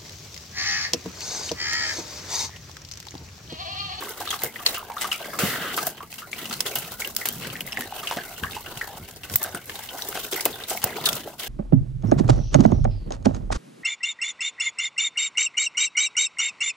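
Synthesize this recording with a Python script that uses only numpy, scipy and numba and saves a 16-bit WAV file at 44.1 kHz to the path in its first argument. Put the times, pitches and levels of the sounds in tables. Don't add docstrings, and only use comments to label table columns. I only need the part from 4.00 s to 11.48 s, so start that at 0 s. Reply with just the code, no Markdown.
import sys
import numpy as np
from scipy import signal
from scipy.io import wavfile
from scipy.ndimage import uniform_filter1d
from numba import njit

SR = 44100
rng = np.random.default_rng(int(sys.argv[2]) if len(sys.argv) > 2 else 0)


def bounce(signal):
    frames = np.transpose(np.atleast_2d(signal))
    limited = np.clip(frames, -1, 1)
    pcm = np.round(limited * 32767).astype(np.int16)
    wavfile.write(sys.argv[1], SR, pcm)


N = 329865

# (centre [Hz], nominal width [Hz], level [dB])
MOUTH = [(411, 140, 1), (742, 120, 1.5), (1013, 43, -6.5), (1286, 190, -3), (1549, 83, -2)]
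# (centre [Hz], nominal width [Hz], level [dB])
LIPS = [(2035, 196, -6), (2940, 590, -2), (3830, 140, -13), (4450, 470, -11.5)]
BLOW_START_S, BLOW_END_S = 1.385, 1.74


def undb(db):
    return 10 ** (np.asarray(db) / 20)


def unit(x):
    return x / np.sqrt(np.mean(x ** 2))


def band(x, hz, width_hz):
    b, a = signal.iirpeak(min(hz, 0.4 * SR), hz / min(width_hz, SR / 4), SR)
    return signal.lfilter(b, a, x)


@njit
def moving(x, g, k):
    y = x.copy()
    for turn in range(4):
        row, b, l = y[turn % 2], 0., 0.
        for i in range(len(g)):
            v = (b + g[i] * (row[i] - l)) / (1 + g[i] * (g[i] + k))
            b, l, row[i] = 2 * v - b, l + 2 * g[i] * v, k * v
    return y


def ports(mid_side, hz):
    # (frequency [Hz], side minus mid [dB])
    width = [(60, -5.5), (110, -23), (200, -12.5), (380, -16), (700, -12.5), (1290, -8), (2380, -5.5),
             (4400, -0.5), (8120, -0.5), (15000, -0.5)]
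    at_hz, side_db = np.transpose(width)
    side = undb(np.interp(np.log(hz), np.log(at_hz), side_db)) * mid_side[1]
    return np.array([mid_side[0] + side, mid_side[0] - side])


def walk(rate_hz):
    steps = np.arange(0, N / SR * rate_hz + 1)
    levels = np.clip(rng.standard_normal(len(steps)), -2.5, 1.6)
    return np.interp(np.arange(N) * rate_hz / SR, steps, levels)


def crackle(rate_hz, spread_db, fade_s):
    when, size = rng.random((int(rate_hz * N / SR), 2)).T
    starts = np.zeros(N)
    starts[(when * N).astype(int)] = undb(np.minimum(-spread_db * np.log(1 - size), 2 * spread_db))
    bursts = signal.lfilter([1], [1, -np.exp(-1 / (fade_s * SR))], starts)
    return unit(uniform_filter1d(bursts, size=130))


def texture(modes, shared, lumpy, own_rate_hz, own_share, flicker_db, drift):
    grit, grit_per_s = 4.4, 220
    out = 0
    for hz, width_hz, db in modes:
        gate = shared + lumpy * own_share * crackle(own_rate_hz, 4.5, 4.8 / hz + 0.0023)
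        flicker = undb(flicker_db * walk(18))
        noise = gate * flicker * rng.standard_normal((2, N))
        noise = noise * (1 + lumpy * grit * (rng.random(N) < grit_per_s / SR))
        centre = np.tan(np.pi * hz / SR * (1 + drift * walk(12)))
        ringing = unit(moving(noise, centre, 2.24 * width_hz / hz))
        out = out + undb(db) * ports(ringing, hz)
    return unit(out)


def low_texture(modes):
    return texture(modes, 0.5, 0.63, own_rate_hz=5.8, own_share=0.47, flicker_db=0.5, drift=0.016)


def yard():
    # (centre [Hz], nominal width [Hz], level [dB])
    modes = [(48.3, 38, 6)]
    return undb(-57.5) * low_texture(modes)


def trough_hum():
    # (centre [Hz], nominal width [Hz], level [dB])
    modes = [(93.5, 22, 0)]
    # (time [s], level [dB])
    curve = [(0.0, -62), (0.02, -53), (1.35, -61), (1.44, -39), (1.69, -58.5), (4.4, -60), (4.44, -36),
             (4.71, -59), (5.02, -46.5), (5.19, -61), (5.35, -35), (5.39, -53.5), (6.88, -55), (7.48, -59)]
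    s, db = np.transpose(curve)
    return undb(np.interp(np.arange(N) / SR, s, db)) * low_texture(modes)


def grunts():
    # (centre [Hz], nominal width [Hz], level [dB])
    chest = [(146.4, 31.6, -2), (222.5, 43, -1.5), (278, 230, -5.5)]
    # (middle [s], length [s], gain added to the faint throat's [dB])
    calls = [(1.596, 0.99, -44), (2.502, 0.38, -41.5), (3.457, 0.61, -39), (7.087, 0.78, -48)]
    t = np.arange(N) / SR
    gain = np.full(N, undb(-53))
    for middle_s, length_s, db in calls:
        gain += undb(db) * np.exp(-(4 * (t - middle_s) / length_s) ** 2)
    return gain * low_texture(chest)


def swell(since_s, length_s, top_db, sag_db_per_s):
    rise_s, fall_s = 0.016, 0.056
    since_s = np.maximum(since_s, 0)
    shape = np.minimum(since_s / rise_s, 1) * np.exp(-np.maximum(since_s - length_s, 0) / fall_s)
    return shape * undb(np.array(top_db)[:, None] - np.outer(sag_db_per_s, since_s))


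def jaw():
    # (start [s], length [s], deep squelch [dB], thin above deep [dB], spit above deep [dB])
    bites = [(-0.03, 0.13, -36.5, -2, -0.5), (0.166, 0.2, -40, -2.5, 1), (0.397, 0.047, -38, -8, 1),
             (0.526, 0.11, -46, -0.5, 2.5), (0.647, 0.097, -37, 1, 2), (0.78, 0.19, -43, -11, -4.5),
             (0.949, 0.21, -41.5, 0, 3.5), (1.175, 0.24, -39.5, -4, -2), (1.718, 0.15, -35.5, -6, 0.5),
             (1.916, 0.11, -46.5, -3, -13), (2.096, 0.12, -58, 11, 16), (2.349, 0.38, -42.5, 0, 3),
             (2.645, 0.28, -40, 0, 1.5), (2.976, 0.11, -41, 0, 4.5), (3.169, 0.2, -42.5, -3, 4.5),
             (3.403, 0.19, -40, -0.5, -0.5), (3.642, 0.28, -42, -1, -1.5), (3.924, 0.59, -40.5, -2, -0.5),
             (4.294, .1, -46, -1.5, -1.5), (4.404, 0.21, -44.5, -1.5, 3.5),
             (4.636, 0.34, -41.5, -3.5, -2.5), (4.95, 0.18, -50, -3, 2), (5.227, 0.12, -44, -3, -0.5),
             (5.323, 0.015, -45, -2, 13), (5.395, 0.16, -38.5, -4, -3.5), (5.656, 0.2, -44.5, 0.5, 4),
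             (5.877, 0.15, -41, -6, 0), (5.967, 0.31, -40, -2.5, 3.5), (6.304, 0.19, -39.5, -0.5, 4),
             (6.522, 0.11, -41.5, -3, -2), (6.666, 0.097, -41.5, 4, 7), (6.82, 0.18, -34.5, -2.5, -4.5),
             (7.031, 0.14, -35.5, -2.5, -1), (7.23, 0.1, -45, -6, -2.5), (7.382, .2, -41.5, 2.5, 6.5)]
    rest_db, sag_db_per_s = (-55, -53, -50.5), (10.5, 11, 3)
    blow_db, blow_sag_db_per_s = (-27.5, -27.5, -27), (12, 24, 46)
    t = np.arange(0, N / SR, 1 / 1000)
    blow = swell(t - BLOW_START_S, BLOW_END_S - BLOW_START_S, blow_db, blow_sag_db_per_s)
    out = np.maximum(undb(rest_db)[:, None], blow)
    dip_s, dip_half_s, dip_db = 1.59, 0.027, -4
    out = out * undb(dip_db * np.exp(-((t - dip_s) / dip_half_s) ** 2))
    for start_s, length_s, db, thin_db, spit_db in bites:
        bite = swell(t - start_s, length_s, (db, db + thin_db, db + spit_db), sag_db_per_s)
        out = np.maximum(out, bite)
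    return [np.interp(np.arange(N) / SR, t, gain) for gain in out]


def bubbles(count, low_hz, high_hz, cycles):
    out = np.zeros((2, N + SR))
    for when, pitch, size, turn in rng.random((count, 4)):
        hz = low_hz * (high_hz / low_hz) ** pitch
        turns = np.arange(int(5 * cycles * SR / hz)) * hz / SR
        phase = 2 * np.pi * (turns * (1 + 0.039 * turns / cycles) + np.array([[0], [turn]]))
        loudness = np.maximum(1 - size, 0.1) ** -0.3
        tone = loudness * np.minimum(turns, 1) * np.exp(-turns / cycles) * np.sin(phase)
        i = int(when * N)
        out[:, i:i + len(turns)] += ports(tone, hz)
    return unit(out[:, :N])


def squelch():
    # (centre [Hz], nominal width [Hz], level [dB])
    nose = [(427, 170, -11.5), (697, 160, -17.5), (1375, 270, -9), (1800, 350, -20.5), (2980, 260, -21)]
    # (centre [Hz], nominal width [Hz], level [dB])
    spit_modes = [(5650, 3200, 0), (9000, 4900, -0.5), (12200, 4100, -18), (14400, 5000, 3)]
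    t = np.arange(N) / SR
    blowing = uniform_filter1d(1. * ((t > BLOW_START_S) & (t < BLOW_END_S)), size=700)
    lumpy = 1 - 0.65 * blowing
    bursts = 1 - 0.62 * lumpy + lumpy * 0.36 * crackle(90, 4.8, 0.0045)
    deep = texture(MOUTH, bursts, 0.49, own_rate_hz=23, own_share=0.29, flicker_db=3.5, drift=0.079)
    deep = deep + undb(-11.0) * bubbles(count=250, low_hz=382.4, high_hz=1598, cycles=5.9)
    rush = texture(nose, 0.9, 0.32, own_rate_hz=60, own_share=0.8, flicker_db=3.5, drift=0.043)
    thin = texture(LIPS, bursts, lumpy, own_rate_hz=44, own_share=0.35, flicker_db=4.0, drift=0.049)
    thin = thin + lumpy * undb(-9.0) * bubbles(count=300, low_hz=1695, high_hz=6330, cycles=16.2)
    spit = texture(spit_modes, bursts, lumpy, own_rate_hz=31, own_share=0.11, flicker_db=0.0, drift=0.0093)
    deep_gain, thin_gain, spit_gain = jaw()
    deep_or_rush = (1 - blowing) * deep + blowing * rush
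    return deep_gain * deep_or_rush + thin_gain * thin + spit_gain * spit


def add(rings, splashes, s, peak_db, hz, fade_s, splash_db, tail_db, sharp, rise_s, tail_s, burst):
    glide = 0.081
    drip_db, drip_s = 6.5, 0.00299
    sing_width_hz = 170
    t = np.arange(SR // 10) / SR
    start = (1 - np.exp(-t / rise_s)) ** 2 * (1 - t / t[-1])
    puff = start * (np.exp(-t / fade_s) + 1e-9)
    snap = start * np.exp(-t / (0.5 * fade_s))
    drips = np.interp(t / drip_s, np.arange(100), rng.standard_normal(100))
    tail = undb(tail_db + drip_db * np.minimum(drips, 0.6)) * start * np.exp(-t / tail_s)
    noise = rng.standard_normal((2, len(t)))
    side, slide = rng.uniform(-1.01, 1, size=2)
    click = np.zeros_like(noise)
    click[:, int(2 * rise_s * SR)] = burst * np.array([1, side])
    ring = band(band(puff * noise + click, hz, hz / sharp), hz, hz / sharp)
    sing_hz = np.minimum(hz * (1 + glide * slide * np.minimum(t / tail_s, 1)), 0.4 * SR)
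    sing_in = 0.72 * tail * noise + 1.06 * click
    ring = ring + moving(sing_in, np.tan(np.pi * sing_hz / SR), sing_width_hz / hz + 1 / (4.8 * sharp))
    splash = band((snap + 0.5 * tail) * noise + 0.23 * click, hz, 2.15 * hz)
    i = int(s * SR)
    for out, sound, db in ((rings, ring, peak_db), (splashes, splash, peak_db + splash_db)):
        level = sound / np.abs(sound).max(axis=1, keepdims=True)
        part = undb(db) * ports(level, hz)[:, :N - i]
        out[:, i:i + part.shape[1]] += part


def bumps():
    # (time [s], ring peak [dB], centre [Hz], puff fade [s])
    rows = [(0.426, -34, 144, 0.038), (1.43, -14.5, 172, 0.0091), (1.447, -29, 214, 0.013),
            (2.365, -42, 215, 0.0078), (2.771, -34, 142, 0.0058), (2.907, -38, 94.2, 0.0042),
            (3.782, -30, 212, 0.0055), (4.164, -29.5, 216, 0.0045), (4.424, -27, 157, 0.0085),
            (4.468, -43, 101, 0.022), (4.763, -35, 146, 0.0072), (4.934, -38, 93, 0.014),
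            (4.995, -37, 101, 0.0043), (5.311, -34, 168, 0.004), (5.538, -29, 248, 0.025),
            (6.449, -25, 325, 0.21), (6.836, -29, 112, 0.0049)]
    out = np.full((2, N), 1e-12)
    for row in rows:
        add(out, out, *row, -6, -14, sharp=0.8, rise_s=0.0038, tail_s=0.044, burst=0)
    return out


def cracks():
    # (time [s], splash peak [dB], centre [Hz], puff fade [s], ring above the splash [dB])
    rows = [(0.6629, -6.5, 4190, 0.0017, -7.5), (2.6051, -8, 5320, 0.0047, -11),
            (3.0739, -19, 14400, 0.003, -7), (3.1642, -8.5, 15000, 0.0045, -6),
            (3.287, -9, 13600, 0.0036, -18), (5.2979, -26, 5310, 0.0027, -6),
            (5.3571, -1, 15100, 0.0032, 4), (5.438, -16, 11400, 0.003, 1),
            (6.4537, -5.5, 14400, 0.0068, -9), (6.8406, -4.5, 15000, 0.0047, -7)]
    out = np.full((2, N), 1e-12)
    for s, db, hz, fade_s, ring_db in rows:
        add(out, out, s, db + ring_db, hz, fade_s, -ring_db, -24,
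            sharp=4.0, rise_s=0.00022, tail_s=0.036, burst=5.9)
    return out


def smacks():
    # (time [s], splash peak [dB], centre [Hz], puff fade [s], ring above the splash [dB])
    rows = [(0.0903, -25, 14500, 0.0016, -7), (0.3045, -31, 6640, 0.0015, 8),
            (0.4345, -12.5, 13700, 0.0015, 0), (0.779, -26, 15400, 0.0022, 3),
            (1.0103, -17.5, 7800, 0.00053, -2), (1.1255, -22.5, 5260, 0.0018, -7),
            (1.3888, -15, 7450, 0.0023, -9), (1.764, -18, 14000, 0.00072, -14),
            (1.8675, -12, 13900, 0.002, -7), (2.315, -28, 6660, 0.0013, -10),
            (2.496, -31, 6440, 0.0022, -2), (2.662, -20, 7000, 0.0015, -17),
            (2.754, -13.5, 14000, 0.0026, -4), (2.785, -15.5, 14300, 0.002, -15),
            (3.006, -27.5, 6650, 0.0013, -0.5), (3.1487, -27, 11300, 0.0018, -13),
            (3.255, -15.5, 13100, 0.0016, 0.5), (3.324, -28, 13900, 0.002, -1),
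            (3.6055, -23.5, 11700, 0.0024, -4), (3.665, -24, 14700, 0.0018, -10),
            (3.7212, -30, 5600, 0.002, 3), (3.7908, -25, 15000, 0.0016, -5),
            (3.807, -21.5, 11700, 0.0027, -7), (4.7736, -27.5, 6580, 0.001, -13),
            (5.109, -32, 7200, 0.0028, -14), (5.1603, -31.5, 5270, 0.0019, -14),
            (5.316, -26, 13100, 0.0011, -10), (5.4282, -14.5, 14200, 0.0027, -5),
            (5.5467, -24.5, 9000, 0.0015, -0.5), (5.6555, -36, 11500, 0.002, 1),
            (6.02, -27, 5600, 0.0021, -1), (6.086, -18, 14000, 0.0029, -7),
            (6.3124, -23, 11300, 0.00085, -22), (6.3609, -24, 14100, 0.0038, 0),
            (6.406, -17, 5240, 0.0047, -11), (6.697, -15, 7850, 0.001, -7), (6.772, -29, 14600, 0.0025, 7),
            (7.0556, -8.5, 9400, 0.0014, -9), (7.088, -11.5, 13000, 0.0041, -13),
            (7.1284, -16.5, 5530, 0.0028, -11), (7.152, -21, 13900, 0.0035, -7)]
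    out = np.full((2, N), 1e-12)
    for s, db, hz, fade_s, ring_db in rows:
        add(out, out, s, db + ring_db, hz, fade_s, -ring_db, -20,
            sharp=5.6, rise_s=0.0014, tail_s=0.025, burst=0.88)
    return out


def pops():
    # (time [s], ring peak [dB], cavity [Hz],
    #          splash above the ring ahead of the mouth [dB], wet tail drive [dB])
    rows = [(0.023, -23, 1090, -2, -9), (0.07, -29, 1100, -11, -15), (0.206, -23.5, 780, -4, -4.5),
            (0.272, -25.5, 1190, 1, -7), (0.275, -22.5, 3700, -12, -14), (0.289, -22.5, 3680, -7, -2),
            (0.304, -21.5, 3320, 7.5, 1), (0.328, -22, 1200, 5.5, 0), (0.388, -36, 4100, 10, 6),
            (0.418, -28.5, 2100, 6, -1), (0.436, -25, 495, 5.5, 1), (0.458, -26.5, 2020, -21, 1),
            (0.558, -23.5, 2000, -28, -5), (0.591, -31, 1200, -15, -6), (0.662, -5.5, 4220, 2, -14),
            (0.743, -28, 2860, 9, 12), (0.772, -26.5, 1210, -18, 10), (0.827, -29, 955, -9, -13),
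            (0.898, -23.5, 925, -16, 0), (0.918, -37.5, 2170, 9, -8), (0.966, -22, 1250, -18, 0),
            (0.98, -28, 3600, -12, -3), (1.011, -32, 2010, 16, 5), (1.042, -21, 1160, 4.5, -5),
            (1.083, -31, 790, -2, -2), (1.115, -15, 2880, -3.5, 0), (1.119, -24.5, 1230, -6, 9),
            (1.127, -15, 2300, -12, -6.5), (1.203, -28.5, 630, -15, 14), (1.243, -29, 2120, 0, -1),
            (1.275, -34, 644, -29, 2), (1.332, -24, 1253, -13, -3), (1.387, -24.5, 1360, 10, -4),
            (1.742, -24, 3100, 4, -9), (1.776, -15.5, 1195, 4.5, -7), (1.87, -24, 680, 4.5, -4.5),
            (2.004, -27, 1140, -28, -4), (2.126, -29.5, 2560, 5, -16), (2.181, -37, 2690, 12, -2.5),
            (2.218, -31, 1350, -9, -1), (2.329, -18, 2250, -4, -11), (2.454, -29, 2790, 7.5, -4.5),
            (2.509, -33.5, 1310, 13.5, 4), (2.526, -27, 4200, 10.5, -2), (2.661, -31, 1320, 12, -7),
            (2.666, -22, 3470, -1, -13), (2.714, -30, 2450, -4, 3), (2.755, -32.5, 715, 11, 5),
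            (2.757, -22.5, 2880, 5.5, -3), (2.82, -31, 2720, 5, -9), (2.847, -36, 2520, 8, -4),
            (4.185, -24, 1640, -2, 3.5), (3.018, -19.5, 2200, -11, 1), (3.046, -21.5, 2900, -1.5, -8.5),
            (3.164, -19.5, 4870, 6, -14), (3.212, -25, 1990, -5, 2), (3.254, -26.5, 2170, 10, -5),
            (3.286, -31, 3130, 9, -2), (3.42, -32, 2650, 8, 2), (3.444, -32, 1630, 8, -7),
            (3.453, -28, 2000, 0, -10), (3.5, -26, 3030, -3, -7), (3.554, -23, 1860, -10, -6),
            (3.564, -29, 2620, 4, -21), (3.606, -21, 2780, -0.5, -31), (3.674, -27, 2010, -5, -14),
            (3.721, -23.5, 2880, -8, -14), (3.728, -23.5, 2600, 6, -21), (3.771, -15, 1960, -8, -12),
            (3.807, -27, 1790, 7, 4), (3.922, -24, 760, -10, -19), (3.989, -31, 2900, -2, 7),
            (4.03, -28.5, 1180, 3, 0), (4.071, -17.5, 2930, -1, -4.5), (4.11, -21, 847, 6.5, -2),
            (4.17, -23.5, 684, 8.5, -12), (4.363, -37, 2920, -9, 5), (4.434, -18, 1640, -13, 0),
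            (4.435, -21, 2980, -5, -13), (4.44, -21.5, 1150, -18, -4), (4.509, -29, 3600, 2.5, 2),
            (4.531, -30, 2640, 0, -1), (4.546, -32, 2680, 6.5, 3), (4.564, -24.5, 860, -3, 1),
            (4.66, -30, 2940, -6, -5), (4.66, -32.5, 1560, -11, 7), (4.772, -28, 2800, -3, -8),
            (4.811, -17, 1850, -10, -5.5), (5.233, -30, 2700, 5, -8), (5.298, -33.5, 1560, 8, -11),
            (5.338, -33.5, 3500, 16, -14), (5.357, -26, 2020, 8, -33), (5.418, -36, 785, 9, -10),
            (5.444, -27.5, 1580, 4, -3), (5.547, -21.5, 1440, -10, -7.5), (5.695, -26.5, 1640, 9, -15),
            (5.754, -30, 3650, 5, -8), (5.888, -24, 3100, -11, -7), (5.945, -29, 690, -10, 2),
            (5.991, -26.5, 1510, -12, -8), (6.02, -20.5, 4000, -10, -12), (6.085, -29, 400, -12, 0),
            (6.126, -25, 1530, -1, -28), (6.153, -30.5, 690, 12.5, -8), (6.173, -22.5, 635, 6, -18),
            (6.236, -28.5, 3560, -12, -14), (6.249, -26.5, 2490, -8, -16), (6.278, -35, 1670, -7, -2),
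            (6.325, -25, 3370, 12, 2), (6.326, -22, 404, -7, 1), (6.361, -25, 2090, -9, 2),
            (6.382, -30.5, 724, 4, -12), (6.396, -23.5, 2050, -12, -13), (6.453, -18, 2700, -8, -14),
            (6.459, -15, 676, 5, -18), (6.527, -30, 3580, -6, 3), (6.636, -25, 3680, 1, -10),
            (6.703, -28, 420, 1.5, -7), (6.713, -21.5, 710, 0, -6), (6.749, -25, 735, -16, -3),
            (6.773, -22, 2200, -2, -23), (6.817, -36.5, 2730, 15.5, 4), (6.838, -22, 700, 6.5, -8),
            (6.982, -24, 810, -11, -16), (7.039, -25, 3640, -3, -4), (7.058, -8, 3720, -2, -12),
            (7.063, -15, 3640, -2, -7), (7.065, -21.5, 1380, -10, 15), (7.074, -25, 650, -15, 0),
            (7.088, -12, 3380, 1, -19), (7.104, -27.5, 696, -15, -5), (7.25, -29, 393, -9, 15),
            (7.274, -24.5, 670, -8, -16)]
    rings, inside = np.full((2, 2, N), 1e-12)
    for s, db, hz, splash_db, tail_db in rows:
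        add(rings, inside, s, db, hz, 0.003, splash_db, tail_db,
            sharp=2.53, rise_s=0.000803, tail_s=0.035, burst=4.4)
    resonant = sum(undb(db) * band(inside, hz, width_hz) for hz, width_hz, db in MOUTH + LIPS)
    return rings + 0.58 * inside + 0.52 * resonant


def scene():
    background = yard() + trough_hum() + grunts()
    mouthfuls = bumps() + cracks() + smacks() + pops()
    left_db = 0.54
    return (background + squelch() + mouthfuls) * undb([[left_db / 2], [-left_db / 2]])


def record(dry):
    dip_hz, dip_sharp, dip_share = 2370, 20, 0.43
    dry = dry - dip_share * band(dry, dip_hz, dip_hz / dip_sharp)
    rounded = 0.8 * np.tanh(dry / 0.8)
    top_hz = 15760
    return signal.sosfilt(signal.ellip(12, 0.5, 95, top_hz, fs=SR, output="sos"), rounded)


dry = scene()
out = record(dry)
bounce(out)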